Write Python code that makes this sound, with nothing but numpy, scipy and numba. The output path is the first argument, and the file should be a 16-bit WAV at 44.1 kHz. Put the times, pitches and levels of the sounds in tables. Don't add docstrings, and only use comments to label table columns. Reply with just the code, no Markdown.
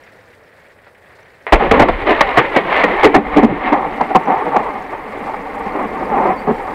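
import sys
import numpy as np
from scipy import signal
from scipy.fft import rfft, irfft
from scipy.io import wavfile
from scipy.ndimage import uniform_filter1d
from numba import njit

SR = 44100
rng = np.random.default_rng(int(sys.argv[2]) if len(sys.argv) > 2 else 0)


def to_wav(s):
    ch = np.atleast_2d(s).T
    pcm = np.round(np.clip(ch, -1, 1) * 32767)
    wavfile.write(sys.argv[1], SR, pcm.astype(np.int16))


N = 297234
TIME = np.arange(N) / SR
TAPS = 8192
FREQ = np.maximum(np.arange(TAPS // 2 + 1) * SR / TAPS, 1)


def amp(db):
    return 10 ** (np.asarray(db) / 20)


def unit(x):
    return x / np.sqrt(np.mean(x ** 2))


def line(points, at=TIME):
    return np.interp(at, *np.transpose(points))


def colour(points):
    hz, db = np.transpose(points)
    return amp(np.interp(np.log(FREQ), np.log(hz), db))


def below(hz, order=10):
    return 1 / np.sqrt(1 + (FREQ / hz) ** order)


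def above(hz, order=10):
    return 1 / np.sqrt(1 + (hz / FREQ) ** order)


def response(gain):
    cepstrum = irfft(np.log(gain + 1e-6))
    cepstrum[1:TAPS // 2] *= 2
    cepstrum[TAPS // 2 + 1:] = 0
    return irfft(np.exp(rfft(cepstrum)))


def through(x, h):
    return signal.fftconvolve(x, h / np.linalg.norm(h))[:N]


def add(out, s, sound):
    i = int(s * SR)
    out[i:i + len(sound)] += sound[:N - i]


def walk(rate):
    k = int(SR / rate)
    steps = np.repeat(rng.standard_normal(N // k + 1), k)
    return 1.2 * uniform_filter1d(steps, k)[:N]


def clicks(rate, spread_db):
    chance, size = rng.random(N), rng.standard_normal(N)
    struck = chance < rate / SR
    return unit(struck * amp(spread_db * size) * rng.choice([-1, 1], N))


def porch(wet_db, t60):
    t = TIME[:TAPS]
    tail = rng.standard_normal(TAPS) * np.exp(-np.log(1000) * t / t60) * (t > .002)
    return (t == 0) + amp(wet_db) * tail / np.linalg.norm(tail)


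def scatter(x, wet_db, t60):
    t = TIME[:TAPS]
    decay = np.exp(-2 * np.log(1000) * t / t60) * (t > .002)
    power = np.abs(signal.fftconvolve(x ** 2, decay / decay.sum())[:N])
    return x + amp(wet_db) * np.sqrt(power) * rng.standard_normal(N)


# frequency in Hz, relative level in dB per Hz.
RAIN_TONE = [(20, -21.5), (95, -2), (140, -7.5), (330, -8), (500, 0.5), (780, -6.5), (1200, -10.5),
             (1900, -9), (2900, -24.5), (4500, -29), (6200, -39), (8500, -35.5), (12000, -38)]
# time in seconds, reference level in dB.
BACKGROUND_LEVEL = [(0, -40.5), (.6, -42), (.98, -44.5), (1.1, -40.5), (1.4, -42.5), (2.0, -36.5),
                    (6.74, -32.5)]
# start in seconds, peak level in dB.
EAVES_DRIPS = [(.867, -32.5), (1.098, -38), (1.188, -35), (1.26, -38)]


def rain():
    tone = colour(RAIN_TONE)
    far = through(rng.standard_normal(N), response(tone)) * amp(0.2 * walk(22))
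    patter = np.zeros(N)
    for hz, db in [(1900, -11), (4300, -27), (7000, -32)]:
        drops = scatter(clicks(rate=98, spread_db=3.5), wet_db=5.5, t60=0.099)
        band = above(hz / 1.14) * below(hz * 1.75)
        patter += amp(db) * through(drops, response(tone * band))
    out = (far + patter) * amp(line(BACKGROUND_LEVEL) - 5.5)
    drip = response(tone * above(750, order=4) * below(5000))
    for s, db in EAVES_DRIPS:
        splash = signal.fftconvolve(drip, porch(wet_db=8, t60=.1))
        add(out, s, amp(db) * splash / np.abs(splash).max())
    return out


PLINKS_PER_S, PLINK_HZ, PLINK_RING_S = 55, (3800, 9000), .0032
PLINK_FLOOR_DB, PLINK_MEAN_LIFT_DB, PLINK_TILT_DB_PER_OCTAVE = -18, 2.15, -6


def plinks():
    out, t = np.zeros(N), TIME[:TAPS]
    wait, pitch, size = rng.random((500, 3)).T
    low, high = PLINK_HZ
    starts = np.cumsum(-np.log(wait)) / PLINKS_PER_S
    pitches = low * (high / low) ** pitch
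    levels_db = -PLINK_MEAN_LIFT_DB * np.log(size) + PLINK_TILT_DB_PER_OCTAVE * np.log2(pitches / low)
    for s, hz, db in zip(starts, pitches, levels_db):
        if s < TIME[-1]:
            add(out, s, amp(db) * np.sin(2 * np.pi * hz * t) * np.exp(-t / PLINK_RING_S))
    return scatter(out, wet_db=-13, t60=.08) * amp(PLINK_FLOOR_DB + line(BACKGROUND_LEVEL))


WHINE_HZ, WHINE_DB = 13599, -43


def whine():
    return amp(WHINE_DB + line(BACKGROUND_LEVEL)) * unit(np.sin(2 * np.pi * WHINE_HZ * TIME))


# frequency in Hz, relative level in dB per Hz.
THUNDER_TONE = [(15, -11.5), (32, 1), (60, -4.5), (110, -9), (170, -2.5), (240, -5), (420, 5), (650, 1),
                (1150, -2), (1300, -6.5), (1600, -9), (1850, -3), (2200, -5.5), (2600, -14.5),
                (4000, -31.5), (5500, -52), (9000, -64.5)]
SNAP_S = 1.4675


def snap():
    out = np.zeros(N)
    shock = response(colour(THUNDER_TONE) * above(860, order=3))
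    sound = signal.fftconvolve(shock, porch(wet_db=3.5, t60=0.23))
    add(out, SNAP_S, amp(-7) * sound / np.abs(sound).max())
    return out


def shocks(rate, spread_db, even_s):
    x = clicks(rate, spread_db)
    return x / np.sqrt(uniform_filter1d(x ** 2, int(even_s * SR)) + 1e-4)


ECHO_S, ECHO_GAIN, ECHO_DRIFT, ECHO_TURNS_PER_S = .004, 0.68, .35, 14


def bounce(x):
    lag = np.round(SR * ECHO_S * np.exp(ECHO_DRIFT * walk(ECHO_TURNS_PER_S))).astype(int)
    echo = x[np.maximum(np.arange(N) - lag, 0)]
    return (x + ECHO_GAIN * echo) / np.hypot(1, ECHO_GAIN)


# start in seconds, length in seconds,
# body level in dB, boom level in dB re body; both before the trims of the size ranges.
CLAPS_HEARD = [(1.519, .022, 0, 0.5), (1.552, 0.0073, -7, -0.5), (1.594, 0.026, -13.5, -6),
               (1.71, 0.0092, 0, 0), (1.736, .013, -7.5, -0.5), (1.793, 0.043, -1, 1.5),
               (1.883, .013, -4, 2), (2.108, 0.0036, -9.5, 4), (2.207, 0.0065, 2, -13),
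               (2.37, 0.029, -4, 1.5), (2.56, 0.012, -6, 2.5), (2.833, 0.013, -9.5, 0.5),
               (3.028, 0.03, -8.5, -4), (3.042, 0.035, -8, 5.5), (3.141, 0.022, -2, 2.5),
               (3.162, 0.025, -15.5, 12), (3.361, 0.037, -8, 9.5), (3.426, .024, -10.5, 13.5),
               (3.481, 0.045, -23, 14), (3.719, 0.024, -5.5, -2), (4.006, .01, -7.5, -5.5),
               (4.101, 0.015, -16, -5), (4.146, 0.017, -3.5, -1), (4.419, 0.0039, -12, -5),
               (4.559, 0.0084, -2.5, -9.5), (4.662, 0.0053, -12, -15), (4.924, .03, -22.5, -9.5),
               (5.336, 0.0078, -16, -29), (6.47, 0.043, -15, 6)]
CLAP_FRONT_S, CLAP_OVERSHOOT, CLAP_SETTLE_S, CLAP_RELEASE_S = 0.0014, 0.66, 0.013, 0.0023


def clap_strength(levels_db):
    out = np.zeros(N)
    t = TIME[:TAPS]
    onset = (1 - np.exp(-t / CLAP_FRONT_S)) * (1 + CLAP_OVERSHOOT * np.exp(-t / CLAP_SETTLE_S))
    for (s, length, *_), db in zip(CLAPS_HEARD, levels_db):
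        release = np.exp(-np.maximum(t - length, 0) / CLAP_RELEASE_S)
        add(out, s, amp(db) * onset * release)
    return out


# crest in seconds,
# half length in seconds, body level in dB, boom level in dB re body; both before the range trims.
ROLL_SWELLS = [(1.641, 0.025, -10.5, 1), (1.773, 0.035, -10, 2.5), (1.855, 0.024, -14, 6),
               (2.096, 0.027, -9.5, -1), (2.185, .035, -15, -8), (2.312, 0.084, -17, -22.5),
               (2.434, 0.047, -20.5, -7), (2.564, 0.033, -15.5, -16), (2.756, 0.05, -13, -10),
               (2.812, 0.028, -13.5, -7.5), (2.902, 0.039, -16, -0.5), (3.006, .035, -15, -10),
               (3.103, .025, -19.5, 2), (3.343, 0.027, -15.5, -8), (3.497, 0.14, -16.5, -1.5),
               (3.66, 0.033, -12, -3.5), (3.788, 0.055, -10.5, -8), (4.302, 0.031, -11, -5),
               (4.355, 0.043, -14.5, -14), (4.47, 0.019, -16, -3), (4.565, 0.039, -13, -8.5),
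               (4.68, 0.064, -20, -24), (5.284, 0.017, -19.5, -16), (5.793, 0.04, -17.5, -2),
               (6.01, 0.038, -21.5, 0.5), (6.113, 0.022, -13.5, -3.5), (6.191, 0.031, -11, -1.5),
               (6.275, 0.042, -11.5, -5.5), (6.68, 0.012, -14.5, -24)]


def roll_strength(steady_db, levels_db):
    power = amp(steady_db) ** 2
    for (s, half, *_), db in zip(ROLL_SWELLS, levels_db):
        t = np.arange(-3 * half, 3 * half, 1 / SR)
        add(power, s + t[0], amp(db) ** 2 * np.exp(-(t / half) ** 2))
    return np.sqrt(power)


# time in seconds, body level in dB before the range trims.
STEADY_ROLL = [(1.55, -23.5), (1.95, -20), (2.6, -23.5), (3.25, -24), (4.4, -23.5), (5.05, -28),
               (5.7, -23.5), (6.74, -23.5)]
# time in seconds, level in dB re body before the range trims.
TREBLE_LEVEL = [(1.55, -6), (1.85, -5.5), (2.15, -0.5), (2.85, 0.5), (3.12, -2.5), (3.45, -4), (3.66, 0),
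                (3.76, -14), (6.74, -13)]
# time in seconds, level in dB before the surges.
DEEP_ROLL = [(1.52, -33), (1.9, -19.5), (2.05, -31), (2.7, -42.5), (3.45, -29), (4.1, -49), (6.74, -39.5)]
# frequency in Hz, width in Hz, lift in dB.
ROOF_RINGS = [(231.4, 71, 9.5), (290.5, 19, 8), (448, 35, 2), (747.5, 36, 10), (804.2, 36, 10.5),
              (895, 42, 7.5), (1110, 530, 7), (2113, 30, 6.5)]
STRIKE_S, OVERHEAD_S = 1.522, 3.1
DEEP_HZ, BOOM_HZ, CRACKLE_HZ, TEAR_HZ = 110, 550, 1400, 2900
BOOM_DB, BODY_DB, CRACKLE_DB, TEAR_DB = -3, -3.5, -5.5, 0
ROLL_BOOM_DB, ROLL_CRACKLE_DB, ROLL_DULLING_DB_PER_S = -2.5, 0.5, 1.5
CLAP_BOOM_DB, CLAP_TREBLE_DB, THUD_DB = -1.5, -1.5, -19.5
SURGE_DB, SURGES_PER_S, TEAR_DULLING_DB_PER_S = 1.5, 50, 1.8


def thunder():
    air = colour(THUNDER_TONE)
    roof_db = sum(db / (1 + (2 * (FREQ - hz) / width) ** 2) for hz, width, db in ROOF_RINGS)
    roof = amp(roof_db)
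    overhead = np.where(TIME > OVERHEAD_S, .95, .3)
    struck = TIME > STRIKE_S
    since = TIME - STRIKE_S
    surge = amp(SURGE_DB * walk(SURGES_PER_S)) * struck
    steady_db = line(STEADY_ROLL)
    steady_crackle = ROLL_CRACKLE_DB - ROLL_DULLING_DB_PER_S * since
    swell_s, _, swell_db, swell_boom = np.transpose(ROLL_SWELLS)
    clap_s, _, clap_db, clap_boom = np.transpose(CLAPS_HEARD)
    swell_crackle = line(TREBLE_LEVEL, swell_s)
    clap_crackle = line(TREBLE_LEVEL, clap_s) + CLAP_TREBLE_DB

    def roll(strength):
        return shocks(rate=1100, spread_db=3.5, even_s=0.025) * surge * strength

    def claps(levels_db):
        return shocks(rate=3000, spread_db=3, even_s=.004) * struck * clap_strength(levels_db)

    def hear(arrivals, band):
        x = bounce(scatter(arrivals, wet_db=-7, t60=0.13))
        plain = through(x, response(air * band))
        ringing = through(x, response(air * band * roof))
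        return (1 - overhead) * plain + overhead * ringing

    def voice(band, steady_tilt, swell_tilt, clap_tilt):
        strength = roll_strength(steady_db + steady_tilt, swell_db + swell_tilt)
        return hear(roll(strength) + claps(clap_db + clap_tilt), band)

    boom = voice(above(DEEP_HZ) * below(BOOM_HZ), ROLL_BOOM_DB, swell_boom, clap_boom + CLAP_BOOM_DB)
    body = voice(above(BOOM_HZ) * below(CRACKLE_HZ), 0, 0, 0)
    crackle_band = above(CRACKLE_HZ) * below(TEAR_HZ)
    crackle = voice(crackle_band, steady_crackle, swell_crackle, clap_crackle)
    share = np.linalg.norm(air * above(TEAR_HZ)) / np.linalg.norm(air * above(CRACKLE_HZ))
    tear = voice(above(TEAR_HZ), steady_crackle, swell_crackle, clap_crackle) * share
    tear = tear * amp(TEAR_DB - TEAR_DULLING_DB_PER_S * since)
    thud = hear(claps(clap_db + 2 * clap_boom + THUD_DB), above(DEEP_HZ) * below(352))
    thump_db = np.interp(clap_s, [1.9, 2.1, 3.5, 3.7], [-12.0, -41, -24, -28])
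    deep_arrivals = roll(amp(line(DEEP_ROLL))) + claps(clap_db + clap_boom + thump_db)
    deep = hear(deep_arrivals, below(DEEP_HZ))
    return amp(BOOM_DB) * boom + amp(BODY_DB) * body + amp(CRACKLE_DB) * crackle + tear + thud + deep


# time in seconds, pitch in Hz, level in dB.
BIRD_WHISTLE = [(6.321, 5700, -67), (6.335, 5370, -58), (6.355, 4700, -61), (6.39, 4520, -43),
                (6.43, 4700, -62), (6.46, 4560, -65)]


def bird():
    s, hz, db = np.transpose(BIRD_WHISTLE)
    pitch = np.interp(TIME, s, hz) * (1 + .013 * walk(400))
    whistle = np.sin(2 * np.pi * np.cumsum(pitch) / SR)
    singing = (TIME > s[0]) & (TIME < s[-1])
    return whistle * amp(np.interp(TIME, s, db)) * singing


def scene():
    return (rain() + plinks() + whine() + snap() + thunder() + bird())[None]


@njit
def follow(x, attack, release):
    out, e = np.empty(len(x)), 0.
    for i in range(len(x)):
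        e += (x[i] - e) * (attack if x[i] > e else release)
        out[i] = e
    return out


TOP_HZ = 15600


def record(dry, attack_s=.025, release_s=0.38, threshold_db=-5, knee=14):
    envelope = follow(np.abs(dry[0]), 1 / (attack_s * SR), 1 / (release_s * SR))
    x = dry / np.maximum(envelope / amp(threshold_db), 1)
    excess = np.maximum(np.abs(x) - (1 - 1 / knee), 0)
    x = x - np.sign(x) * (excess - np.tanh(knee * excess) / knee)
    low_pass = signal.ellip(10, .1, 85, TOP_HZ, fs=SR, output="sos")
    return signal.sosfilt(low_pass, x)


dry = scene()
out = record(dry)
to_wav(out)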